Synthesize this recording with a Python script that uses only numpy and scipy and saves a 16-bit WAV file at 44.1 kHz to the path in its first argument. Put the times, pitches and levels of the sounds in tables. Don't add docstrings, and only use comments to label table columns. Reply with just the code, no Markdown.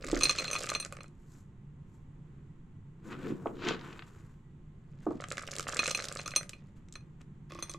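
import sys
import numpy as np
from scipy import signal
from scipy.fft import rfft, irfft
from scipy.io import wavfile

SR = 44100
rng = np.random.default_rng(int(sys.argv[2]) if len(sys.argv) > 2 else 0)


def unload_wav(signal):
    wavfile.write(
        sys.argv[1],
        SR,
        np.round(np.clip(np.atleast_2d(signal).T, -1, 1) * 32767).astype(np.int16),
    )


N = 343098

# [start_s, level_db, hardness_db_per_octave, modes_near_2500_hz_db, modes_near_4000_hz_db]
CLINKS = [(0.2095, -23.5, -9, -5.5, -9.5), (0.2225, -29, -8, 2.5, -3), (0.234, -19, 5, 5.5, 1),
          (0.2393, -26.5, 3, 2.5, 1), (0.2546, -25, -5.5, 2.5, 5.5), (0.2948, -18, -6.5, -0.5, -3),
          (0.3852, -27, -8.5, 3, 3.5), (0.397, -29.5, -6, 0, -12), (0.451, -37, -23, -5, 4.5),
          (0.4797, -32.5, -8, 3, -0.5), (0.512, -26, -2.5, -8.5, -16), (0.5313, -28.5, 3.5, 7.5, -12),
          (0.553, -28.5, -17.5, -2, -26), (0.562, -32.5, -14, 2, 1), (0.693, -28.5, -4, -1, -7),
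          (0.7499, -23, -11, -1, -2), (0.8, -32, 6.5, 8, -1.5), (0.8258, -37.5, -13, -0.5, -3),
          (0.9248, -53, -6, 13, -6.5), (1.006, -45, -10, -4, -6), (1.059, -61.5, -13, 4, 1.5),
          (5.7919, -19, -10, 1.5, -3), (5.839, -36.5, -1.5, -2.5, -0.5), (5.858, -30.5, -9, 4.5, -5),
          (5.897, -45, 1, -0.5, -4), (5.908, -26.5, -7, -1, -6.5), (5.9481, -24.5, -1, 6, -5),
          (5.973, -42, -7, -0.5, -8), (6.001, -40.5, -3, -15, 1.5), (6.19, -33, -10, -5, -7.5),
          (6.2596, -28.5, -11, -7, -12), (6.3166, -41, -6.5, 3, -1.5), (6.3611, -17.5, 4, 0, -2.5),
          (6.379, -40.5, -7.5, 5, -4.5), (6.533, -48, -16, 7.5, -4.5), (6.582, -69.5, -3, 7, -3.5),
          (6.9548, -38, -9.5, -5.5, -5), (6.968, -58.5, -16, 1, -3), (7.007, -64.5, -6.5, 4, 0),
          (7.59, -48, -3, -7, -18), (7.625, -30, 0.5, -13, -7), (7.6955, -40, 7.5, -7, -4)]


def undb(db):
    return 10 ** (np.asarray(db) / 20)


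def unit(x):
    return x / np.sqrt(np.mean(x ** 2))


def colour(x, points):
    hz, db = np.transpose(points)
    size = 8192
    f = np.maximum(np.fft.rfftfreq(size, 1 / SR), 1)
    log_magnitude = np.log(undb(np.interp(np.log(f), np.log(hz), db)))
    cepstrum = irfft(log_magnitude)[:size // 2]
    cepstrum[1:] *= 2
    response = irfft(np.exp(rfft(cepstrum, size)))[:size // 2]
    if x.ndim > 1:
        response = response[None]
    return signal.oaconvolve(x, response, axes=-1)[..., :N]


def walk(rate):
    knots = rng.standard_normal(4096)
    return 1.2 * np.interp(np.arange(N) / SR * rate, np.arange(len(knots)), knots)


def add(track, s, sound):
    i = int(np.clip(s * SR, 0, N))
    track[..., i:i + sound.shape[-1]] += sound[..., :N - i]


def swell(s, rise, hold, fall, shape):
    t = np.arange(N) / SR - s
    away = np.clip(np.maximum(-t / rise, (t - hold) / fall), 0, 10)
    return undb(-20 * np.minimum(away ** shape, 10))


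def ring(hz, gain, t60, length, rise=0.00016):
    t = np.arange(int(length * SR)) / SR
    phase = rng.uniform(0, 2 * np.pi, (len(hz), 1))
    decay = np.exp(-np.log(1000) * np.outer(1 / t60, t))
    waves = np.sin(2 * np.pi * np.outer(hz, t) + phase) * decay
    return gain @ waves * (1 - np.exp(-t / rise))


def grain(hz, cycles, spread, count=7):
    places = np.linspace(-1, 1, count) + .2 * rng.standard_normal(count)
    modes = np.minimum(hz * np.exp(spread * places), .42 * SR)
    weight = np.exp(-(np.log(modes / hz) / spread) ** 2)
    sound = ring(modes, weight, cycles / np.sqrt(modes * hz), length=.012, rise=.5 / hz)
    return sound / np.linalg.norm(sound)


def strikes(rows, cycles, spread):
    rock_s, rock_db = .0018, -5
    out = np.zeros(N)
    for s, db, hz in rows:
        damping, shape, lag, edge = rng.uniform(.65, 1.35, 4)
        gain = undb(db) / np.hypot(1, undb(rock_db))
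        add(out, s, gain * grain(hz, cycles * damping, spread * shape))
        second = grain(hz * edge, cycles * damping, spread)
        add(out, s + rock_s * lag ** 2, gain * undb(rock_db) * second)
    return out


def shower(rate, hz, cycles, scatter_db, count=12):
    times, sizes, pieces = rng.random((12000, 3))[:int(rate * N / SR)].T
    out = np.zeros(N)
    for k in range(count):
        own = (pieces * count).astype(int) == k
        pulses = np.zeros(N)
        pulses[(times[own] * N).astype(int)] = undb(-scatter_db * np.log(sizes[own] + 0.064))
        piece = grain(hz * np.exp(1.4 * (k / count - .5)), cycles, 0.89)
        out += signal.oaconvolve(pulses, piece)[:N]
    return unit(out)


def skids(rows, cycles, spread):
    out = np.zeros(N)
    for s, length, db, hz, rate in rows:
        slip = grain(hz, cycles, spread)
        jitter = rng.standard_normal((40, 2))
        places = np.arange(.5, max(length * rate, 1))[:len(jitter)]
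        arch = np.sqrt(np.sin(np.pi * places / (places[-1] + .5)))
        sizes = arch * undb(2 * jitter[:len(places), 0])
        sizes = sizes / np.linalg.norm(sizes)
        for place, size, late in zip(places, sizes, jitter[:, 1]):
            add(out, s + (place + .12 * late) / rate, undb(db) * size * slip)
    return out


def background():
    # [frequency_hz, relative_db]
    air_points = [(25, -4.5), (49, -10), (85, -10.5), (160, -5.5), (250, -16.5), (380, -23), (620, -38.5),
                  (950, -36), (2000, -43), (3300, -49.5), (5200, -62), (7300, -52.5), (9500, -67),
                  (16000, -77)]
    # [frequency_hz, relative_db]
    hum_tones = [(96, -62.5), (144, -56.5), (350, -76), (894, -87), (1060, -85.5), (1950, -91)]
    air_db = -52.5
    mid, side = colour(rng.standard_normal((2, N)), air_points)
    side = colour(side, [(100, -23.0), (300, -12.0), (1000, -2.5), (5000, -4.0)])
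    wavering = undb(.8 * walk(3))
    air = undb(air_db) * unit(mid + np.outer([1, -1], side)) * wavering
    t = np.arange(N) / SR
    drone = np.zeros(N)
    for hz, db in hum_tones:
        modulation = walk(28) + 1j * walk(28)
        drone += undb(db) * np.real(modulation * np.exp(2j * np.pi * hz * t))
    return (air + drone) * undb(np.array([[-.5], [.5]]))


def bumps():
    # [start_s, level_db, lowest_hz, brightness_hz, t60_at_350_hz_s]
    bump_rows = [(0.053, -32, 149.8, 330, 0.069), (0.13, -13.5, 186, 500, 0.041),
                 (0.163, -26, 218.3, 297, 0.22), (3.303, -22, 150, 254, 0.035),
                 (3.321, -16.5, 170, 230, 0.049), (3.4574, -18.5, 327, 1230, 0.055),
                 (3.7083, -23, 300, 610, 0.048), (5.0655, -21.5, 220, 1044, 0.069),
                 (5.082, -21.5, 198, 386, 0.062), (5.1071, -18.5, 217, 890, 0.037),
                 (5.151, -27, 150, 220, 0.081)]
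    # [frequency_hz, relative_db]
    casing_modes = [(150, -16.5), (220, -13), (275, -4.5), (345, -3), (425, -5), (555, -10), (690, -9),
                    (820, -12.5), (920, -10), (1090, -8.5), (1240, -6.5), (1480, -14)]
    scuff_db, scuff_t60_s = -17.5, 0.1
    sway_s, sway_db = 0.12, -40
    hz, db = np.transpose(casing_modes)
    out, t = np.zeros(N), np.arange(SR // 4) / SR
    for s, level_db, low_hz, bright_hz, t60 in bump_rows:
        gain = undb(db + level_db) / np.hypot(1, (hz / bright_hz) ** 3)
        gain = gain / np.hypot(1, (low_hz / hz) ** 4)
        add(out, s, ring(hz, gain, t60 * (350 / hz) ** .55, length=.2, rise=.0015))
        band = signal.butter(2, [low_hz, low_hz + bright_hz / 2], "bandpass", fs=SR, output="sos")
        scuff = unit(signal.sosfilt(band, rng.standard_normal(len(t))))
        add(out, s, scuff * undb(level_db + scuff_db - 60 * t / scuff_t60_s))
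    out = colour(out, [(1500, 0), (2500, -9), (5000, -24)])
    rumble = colour(rng.standard_normal(N), [(15, -9.0), (28, 8.5), (50, -3.5), (100, -24.0),
                                             (300, -11.0), (450, -21.0), (1000, -55.0)])
    return out + unit(rumble) * undb(sway_db) * swell(sway_s, rise=.25, hold=.04, fall=.16, shape=1)


def room(x, wet_db, t60_s, early_db):
    t = np.arange(SR // 2) / SR
    early = rng.standard_normal((3, len(t))) * undb(-60 * t / 0.051) * (t > .002)
    noise = rng.standard_normal((3, len(t)))
    low = signal.sosfilt(signal.butter(2, 1800, fs=SR, output="sos"), noise)
    tail = low * undb(-60 * t / t60_s) + (noise - low) * undb(-60 * t / (.65 * t60_s))
    tail = tail * (t > .008)
    early = undb(early_db) * early / np.linalg.norm(early[0])
    tail = undb(wet_db) * tail / np.linalg.norm(tail[0])
    both, left, right = early + tail
    response = 1.6 * both + 2.2 * np.array([left, right])
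    wet = signal.oaconvolve(x[None], response, axes=1)[:, :N]
    return colour(wet, [(200, -0.5), (600, 1.5), (2500, 1.5), (7000, -0.5), (12000, 4.5)])


def shakes(rows):
    # [frequency_hz, relative_db, t60_s]
    shaken_modes = [(540, -13, 0.014), (660, -13, .014), (1120, -3.5, .014), (1270, -0.5, 0.015),
                    (1600, 0, 0.01), (2574, -8, .026), (2772, -12.5, .02), (3984, -11.5, 0.052)]
    shake_db, scatter_db = -15, 5
    hz, db, t60 = np.transpose(shaken_modes)
    out = np.zeros(N)
    for s, level_db, _ in rows:
        spot, load = rng.standard_normal((2, len(hz)))
        detune = 1 + load * np.where(hz < 2000, .085, .005)
        sound = ring(hz * detune, undb(db + scatter_db * spot), t60, length=.04, rise=.0003)
        add(out, s, undb(level_db + shake_db) * sound / np.linalg.norm(sound))
    return out


def kibble():
    # [full_flow_s, rise_s, hold_s, fall_s, flow_db]
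    pour_rows = [(0.268, 0.35, 0.2, 0.4, 2), (5.779, 0.69, 0.085, 0.65, -5.5)]
    # [start_s, level_db, pitch_hz]
    tick_rows = [(0.0449, -20.5, 6600), (0.0675, -22.5, 6200), (0.0806, -32, 5700), (0.0858, -19, 5700),
                 (0.1015, -50, 6500), (0.1149, -12.5, 5260), (0.1466, -12.5, 4700), (0.1748, -14.5, 3900),
                 (0.1909, -16, 6300), (0.2052, -18, 5500), (0.2105, -14, 6200), (0.2735, -21, 6500),
                 (0.2872, -14, 5640), (0.3107, -5, 5300), (0.3298, -21, 4100), (0.3605, -17, 5300),
                 (0.3744, -17, 4370), (0.396, -21, 7000), (0.4209, -18, 4800), (0.4253, -20, 5200),
                 (0.4402, -28, 4470), (0.5034, -14, 4200), (0.546, -15, 4630), (0.5923, -16, 6700),
                 (0.6107, -18, 6130), (0.6256, -17, 6350), (0.6351, -12.5, 7500), (0.6588, -17, 6200),
                 (0.6659, -17, 7100), (0.6861, -36, 4900), (0.6901, -10, 6400), (0.7012, -8, 7060),
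                 (0.7211, -33, 5800), (0.7345, -25, 6400), (0.739, -15, 6350), (0.8491, -12.5, 5360),
                 (0.8619, -23, 7550), (0.9245, -18, 8550), (0.934, -39, 7000), (0.952, -41, 6800),
                 (0.9681, -27, 5770), (1.0329, -27.5, 7280), (1.081, -38.5, 6640), (5.2083, -24.5, 6380),
                 (5.2173, -27, 6000), (5.2401, -25, 6200), (5.2858, -21.5, 7100), (5.3043, -17.5, 6200),
                 (5.316, -36, 5370), (5.3211, -11.5, 6650), (5.3713, -17, 5400), (5.3813, -15, 6200),
                 (5.3942, -19, 5700), (5.4085, -29, 6400), (5.4238, -21.5, 7540), (5.4679, -24, 7600),
                 (5.4756, -22, 7200), (5.5111, -19, 6300), (5.5161, -13, 6600), (5.5366, -18, 6500),
                 (5.5648, -11.5, 6900), (5.5845, -10, 6050), (5.5958, -9.5, 7200), (5.6069, -14, 7000),
                 (5.6278, -18, 7100), (5.6826, -12.5, 7200), (5.6934, -12.5, 6000), (5.7417, -20, 5540),
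                 (5.7457, -12, 7100), (5.7691, -7, 5300), (5.7751, -31, 5400), (5.822, -13, 3950),
                 (5.8392, -12.5, 4930), (5.8456, -14, 6100), (5.8583, -10.5, 4030), (5.8665, -8, 5840),
                 (5.878, -4, 6150), (5.8872, -21, 5800), (5.8963, -10, 5600), (5.912, -4.5, 6360),
                 (5.9743, -10.5, 6900), (5.9944, -13.5, 4720), (6.0077, -19, 5600), (6.0233, -15, 5400),
                 (6.0289, -24, 5800), (6.0416, -11, 5900), (6.0476, -24, 5400), (6.054, -12.5, 5940),
                 (6.0856, -10, 6660), (6.089, -25, 5300), (6.1248, -13.5, 7700), (6.1526, -16, 6800),
                 (6.1616, -32, 6200), (6.1714, -13, 4700), (6.205, -22, 4400), (6.215, -19.5, 5800),
                 (6.2779, -10.5, 6540), (6.308, -18, 5700), (6.3529, -21, 5160), (6.4311, -23, 5700),
                 (6.4937, -15, 6200), (6.497, -23, 5200), (6.886, -35.5, 4430), (6.9253, -23.5, 6260),
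                 (6.939, -31, 6480), (7.215, -36, 6400), (7.5207, -22.5, 4000), (7.5487, -26.5, 5370),
                 (7.7157, -21.5, 6000), (7.7382, -19, 4600)]
    # [start_s, level_db, pitch_hz]
    knock_rows = [(0.0409, -13.5, 1566), (0.045, -16, 1498), (0.068, -21.5, 2200), (0.0851, -14.5, 1610),
                  (0.1005, -13.5, 1480), (0.118, -18.5, 2198), (0.141, -16, 1700), (0.149, -16, 1500),
                  (0.1657, -9.5, 1870), (0.176, -16.5, 1700), (0.27, -11.5, 1920), (0.306, -9, 1675),
                  (0.328, -21, 1973), (0.354, -17.5, 1500), (0.382, -26, 1280), (0.4077, -14, 1580),
                  (0.424, -11, 1570), (0.4461, -9.5, 1440), (0.5403, -17, 2120), (0.547, -17, 1340),
                  (0.6406, -11.5, 1680), (0.6716, -13, 2070), (0.7, -10.5, 1630), (0.7175, -5.5, 1590),
                  (0.7346, -14, 1610), (0.7595, -11, 1538), (0.84, -28, 1600), (0.857, -19, 1600),
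                  (0.8613, -22.5, 1360), (0.905, -36, 1700), (0.9241, -16, 1360), (0.933, -27, 1350),
                  (0.951, -30, 1690), (0.9693, -21.5, 1600), (0.988, -25, 1600), (1.007, -20, 1580),
                  (1.042, -24.5, 1367), (5.2018, -14.5, 1530), (5.222, -17, 1470), (5.2402, -16, 1520),
                  (5.3151, -8.5, 1940), (5.328, -17, 1530), (5.3707, -17, 1960), (5.38, -7.5, 1770),
                  (5.3947, -17.5, 2040), (5.417, -19, 1610), (5.435, -16.5, 1570), (5.4867, -14.5, 1330),
                  (5.532, -16.5, 1820), (5.57, -28, 1496), (5.5847, -16, 2360), (5.596, -9, 1840),
                  (5.607, -21.5, 1600), (5.6273, -24, 1800), (5.6688, -8, 1410), (5.688, -7, 1392),
                  (5.6993, -15, 1518), (5.7253, -18.5, 1583), (5.7326, -7.5, 1270), (5.746, -23.5, 1600),
                  (5.7611, -10, 1680), (5.7682, -16, 2324), (5.8021, -10, 1500), (5.832, -5.5, 1580),
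                  (5.8562, -19, 2500), (5.868, -25, 2180), (5.882, -6.5, 1600), (5.9778, -16.5, 1490),
                  (5.9902, -10, 1670), (6.0008, -9.5, 1930), (6.0236, -20.5, 1480), (6.0432, -15.5, 1390),
                  (6.0746, -20.5, 1390), (6.0953, -19.5, 1600), (6.1152, -15.5, 1517),
                  (6.1602, -13.5, 1475), (6.17, -24.5, 1680), (6.1956, -11.5, 1530), (6.2797, -12.5, 2240),
                  (6.3375, -12, 1695), (6.41, -17.5, 1290), (6.431, -19.5, 1750), (6.496, -28, 1540),
                  (6.5353, -34.5, 1740), (6.9555, -21, 1770)]
    # [start_s, length_s, level_db, pitch_hz, slips_per_s]
    skid_rows = [(0.3625, 0.0094, -21, 5200, 900), (0.3795, .005, -13, 4300, 700),
                 (0.6845, 0.0098, -15, 3600, 1040), (0.739, 0.007, -17, 4000, 510),
                 (5.2385, 0.0051, -14, 2300, 700), (5.4745, 0.0056, -14.5, 4100, 880),
                 (5.553, 0.0033, -16, 5800, 650), (5.676, 0.015, -14, 5600, 600),
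                 (5.7215, .007, -12.5, 4700, 800), (5.7725, 0.0081, -15, 5200, 750),
                 (5.889, .006, -16, 4900, 750)]
    crackle_db, patter_db = -46, -49
    patter_law = .75
    clink_tick_db, tick_hz = 0, 6200
    cushion_db = -7

    flow = sum(undb(db) * swell(s, rise, hold, fall, shape=2.0) for s, rise, hold, fall, db in pour_rows)
    crackle = undb(crackle_db) * flow * shower(rate=260, hz=5600, cycles=13, scatter_db=6.3)
    patter = undb(patter_db) * flow ** patter_law * shower(rate=210, hz=1850, cycles=8, scatter_db=5.8)
    on_bowl = [(s, db + clink_tick_db, tick_hz) for s, db, *_ in CLINKS]
    ticks = crackle + strikes(tick_rows + on_bowl, cycles=11, spread=.7)
    ticks = ticks + skids(skid_rows, cycles=8, spread=.8)
    knocks = patter + strikes(knock_rows, cycles=8, spread=.6)
    ticks = colour(ticks, [(500, 3.5), (3000, -1.5), (5000, -1), (7600, 4), (9500, -6.0),
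                           (12000, -9), (14000, -16.0), (16000, -28.0)])
    contacts = ticks + colour(knocks, [(2300, -1), (3100, -6), (5000, -8), (9000, -17)])
    shaken = contacts + shakes(knock_rows) + undb(cushion_db) * shakes(tick_rows)
    return colour(shaken, [(150, 0.0), (380, 6), (550, 8.5), (720, -2), (920, -16.5),
                           (1200, 1.0), (1700, -4), (2600, -1.0), (3200, -3), (5000, -3.5)])


def bowl_clinks():
    # [frequency_hz, relative_db, empty_t60_s]
    bowl_modes = [(560, -23, .035), (1120, -12.5, .03), (1225, -14, .06), (2487, -6, .04), (2560, -11, .04),
                  (2680, -16, .04), (2811, -21, .04), (3419, -17.5, .09), (3730, -19, .04),
                  (4020, -15, .03), (4166, 1.5, .063), (4300, -14, .025), (5916, -14, .11),
                  (6160, -14, .06), (6216, -2, .052), (7908, -27, .05), (8608, -13.5, .07),
                  (8943, -12.5, .085), (9952, -24, .04), (10307, -34, .08), (11030, -32, .04),
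                  (11321, -28, .07), (12680, -32, .07), (14020, -41, .05), (15050, -45, .08)]
    ring_share = 0.87
    load_detune, spot_scatter_db = .002, 1.5
    hz, db, t60 = np.transpose(bowl_modes)
    octaves = np.log2(np.clip(hz, 3000, 8600) / 4166)
    low_group = np.interp(hz, [1300, 2400, 2850, 3400], [0, 1, 1, 0])
    main_group = np.interp(hz, [3400, 3900, 4400, 5900], [0, 1, 1, 0])
    out, rattle, t = np.zeros((2, N)), np.zeros(N), np.arange(SR // 8) / SR
    for s, level_db, hardness_db, low_db, main_db in CLINKS:
        spot, load = rng.standard_normal((2, len(hz)))
        place_db = low_db * low_group + main_db * main_group + spot_scatter_db * spot
        gain = undb(level_db + db + hardness_db * octaves + place_db)
        lobes_db = (hz / 10000) ** 2 * (3.5 + 2 * rng.standard_normal(len(hz)))
        sides = gain * undb(np.outer([.5, -.5], lobes_db))
        add(out, s, ring(hz * (1 + load_detune * load), sides, t60 * ring_share, length=.15, rise=.00017))
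        add(rattle, s, np.linalg.norm(gain) * undb(-60 * t / 0.05))
    buzz = colour(rng.standard_normal(N), [(150, -13.0), (350, 8.0), (560, 2.5), (880, -9.0),
                                           (1200, 0.5), (2000, -2.0), (2700, -16.0), (3300, -11.0),
                                           (4500, -7.5), (7800, -7.0), (10000, -12.5), (14000, -36.5)])
    return out + undb(-18.5) * rattle * unit(buzz)


def cloth():
    # [frequency_hz, relative_db]
    scrape_points = [(300, -5), (450, -7), (700, -3.5), (950, 2), (1300, 4.5), (2000, -2), (2800, -1.5),
                     (4000, -3), (6000, -15), (7000, -11), (9000, -35.5), (15000, -60.5)]
    # [frequency_hz, relative_db]
    sheen_points = [(2000, -10.5), (5200, -1.5), (7400, 8.5), (9500, -7.5), (12000, -5.5), (14000, -14.5),
                    (16000, -25)]
    # [frequency_hz, relative_db]
    flap_points = [(90, -14.5), (170, 5.5), (260, 4), (420, 2.5), (600, -13), (1000, -50.5)]
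    # [start_s, level_db, pitch_hz]
    crease_rows = [(3.134, -41, 2330), (3.258, -36, 2420), (3.471, -24, 2004), (3.554, -44, 2800),
                   (3.65, -21, 4030), (3.679, -26, 3260), (3.687, -7, 4730), (3.692, -19, 2300),
                   (3.707, -12, 1600), (3.721, -17, 2660), (3.748, -27, 3800), (3.793, -27, 3170),
                   (3.812, -30, 3600), (3.928, -29, 3200), (3.993, -22, 2500), (4.023, -23.5, 1910)]
    # [start_s, length_s, level_db, pitch_hz, ribs_per_s]
    rasp_rows = [(3.106, 0.038, -24.5, 1600, 480), (3.242, 0.016, -26, 1920, 400),
                 (3.281, 0.017, -33, 5800, 450), (3.612, 0.035, -17.5, 2000, 350)]
    # [peak_s, rise_s, fall_s, friction_db, brightness_hz, flap_db, hiss_db]
    stroke_rows = [(1.361, 0.22, 0.11, -70, 2534, -74.5, -70.5), (1.95, .12, 0.13, -82, 2490, -75, -82),
                   (3.07, 0.033, 0.094, -57, 2220, -48, -67), (3.128, 0.035, 0.059, -47, 2600, -58, -82),
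                   (3.29, 0.22, 0.083, -49, 2310, -42, -69.5), (3.479, 0.28, 0.24, -52.5, 1030, -46, -76),
                   (3.686, 0.096, 0.088, -35.5, 8000, -33.5, -77.5),
                   (3.89, 0.23, 0.18, -52, 2480, -53, -74), (4.191, 0.7, 0.23, -66, 2420, -64, -74.5),
                   (5.024, 0.01, 0.38, -65.5, 2500, -65.5, -78),
                   (6.688, 0.014, 0.016, -69.5, 5000, -69, -79), (6.766, .02, .05, -71, 4000, -60, -79.5),
                   (7.215, 0.02, 0.012, -61, 3960, -67, -73)]
    stroke_shape = 1.26
    snag_db = -2

    fibres = rng.standard_normal(N) * undb(2.5 * walk(350) + 1.9 * walk(45))
    scrape = unit(colour(fibres, scrape_points))
    sheen = unit(colour(fibres, sheen_points))
    snags = unit(colour(shower(rate=380, hz=2400, cycles=3, scatter_db=5.5, count=4), scrape_points))
    scrape = unit(scrape + undb(snag_db) * snags)
    flap = unit(colour(rng.standard_normal(N), flap_points))
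    snaps = strikes(crease_rows, cycles=9, spread=.7) + skids(rasp_rows, cycles=5, spread=.7)
    out = colour(snaps, [(3000, 0), (6500, -3), (9000, -16), (14000, -24)])
    for s, rise, fall, friction_db, bright_hz, flap_db, hiss_db in stroke_rows:
        rub = signal.sosfilt(signal.butter(2, bright_hz, fs=SR, output="sos"), scrape)
        layers = undb(friction_db) * rub + undb(flap_db) * flap + undb(hiss_db) * sheen
        out += swell(s, rise, 0, fall, stroke_shape) * layers
    return out


def nudges():
    # [start_s, level_db, hardness_db_per_octave]
    nudge_rows = [(7.507, -51.5, 0), (7.521, -46, -4.5), (7.552, -43, -6.5), (7.588, -42.5, -4),
                  (7.6263, -43.5, 3), (7.635, -57, 9), (7.6949, -48.5, 3), (7.745, -42.5, -5)]
    # [frequency_hz, relative_db, t60_s]
    pressed_modes = [(337, -1, 0.14), (590, 1.5, 0.018), (1100, -0.5, 0.06), (1190, -0.5, 0.067),
                     (2040, -2, 0.023), (2480, 1.5, 0.029), (3420, -7, 0.086)]
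    stir_s, stir_length_s, stir_db = 7.51, 0.2, -61
    hz, db, t60 = np.transpose(pressed_modes)
    grit = shower(rate=900, hz=3200, cycles=12, scatter_db=4)
    out = undb(stir_db) * grit * swell(stir_s, rise=0.018, hold=stir_length_s, fall=0.054, shape=4.1)
    octaves = np.log2(np.maximum(hz / 1100, 1))
    for s, level_db, hardness_db in nudge_rows:
        gain = undb(db + level_db + hardness_db * octaves)
        add(out, s, ring(hz, gain, t60, length=.12, rise=0.00019))
    return out


def scene():
    pan_db = -2
    food = bowl_clinks() + kibble() + nudges()
    thuds, sleeve = bumps(), cloth()
    direct = food * undb(pan_db * np.array([[.5], [-.5]]))
    near = thuds * undb(np.array([[-.5], [.5]])) + sleeve * undb(np.array([[1.2], [-1.2]]))
    echoes = room(food.mean(axis=0), wet_db=-21, t60_s=.26, early_db=-22)
    echoes += room(thuds + sleeve, wet_db=-20, t60_s=.26, early_db=-19)
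    return direct + near + echoes + background()


def record(dry):
    return signal.sosfilt(signal.ellip(8, .2, 70, 16000, fs=SR, output="sos"), dry)


dry = scene()
out = record(dry)
unload_wav(out)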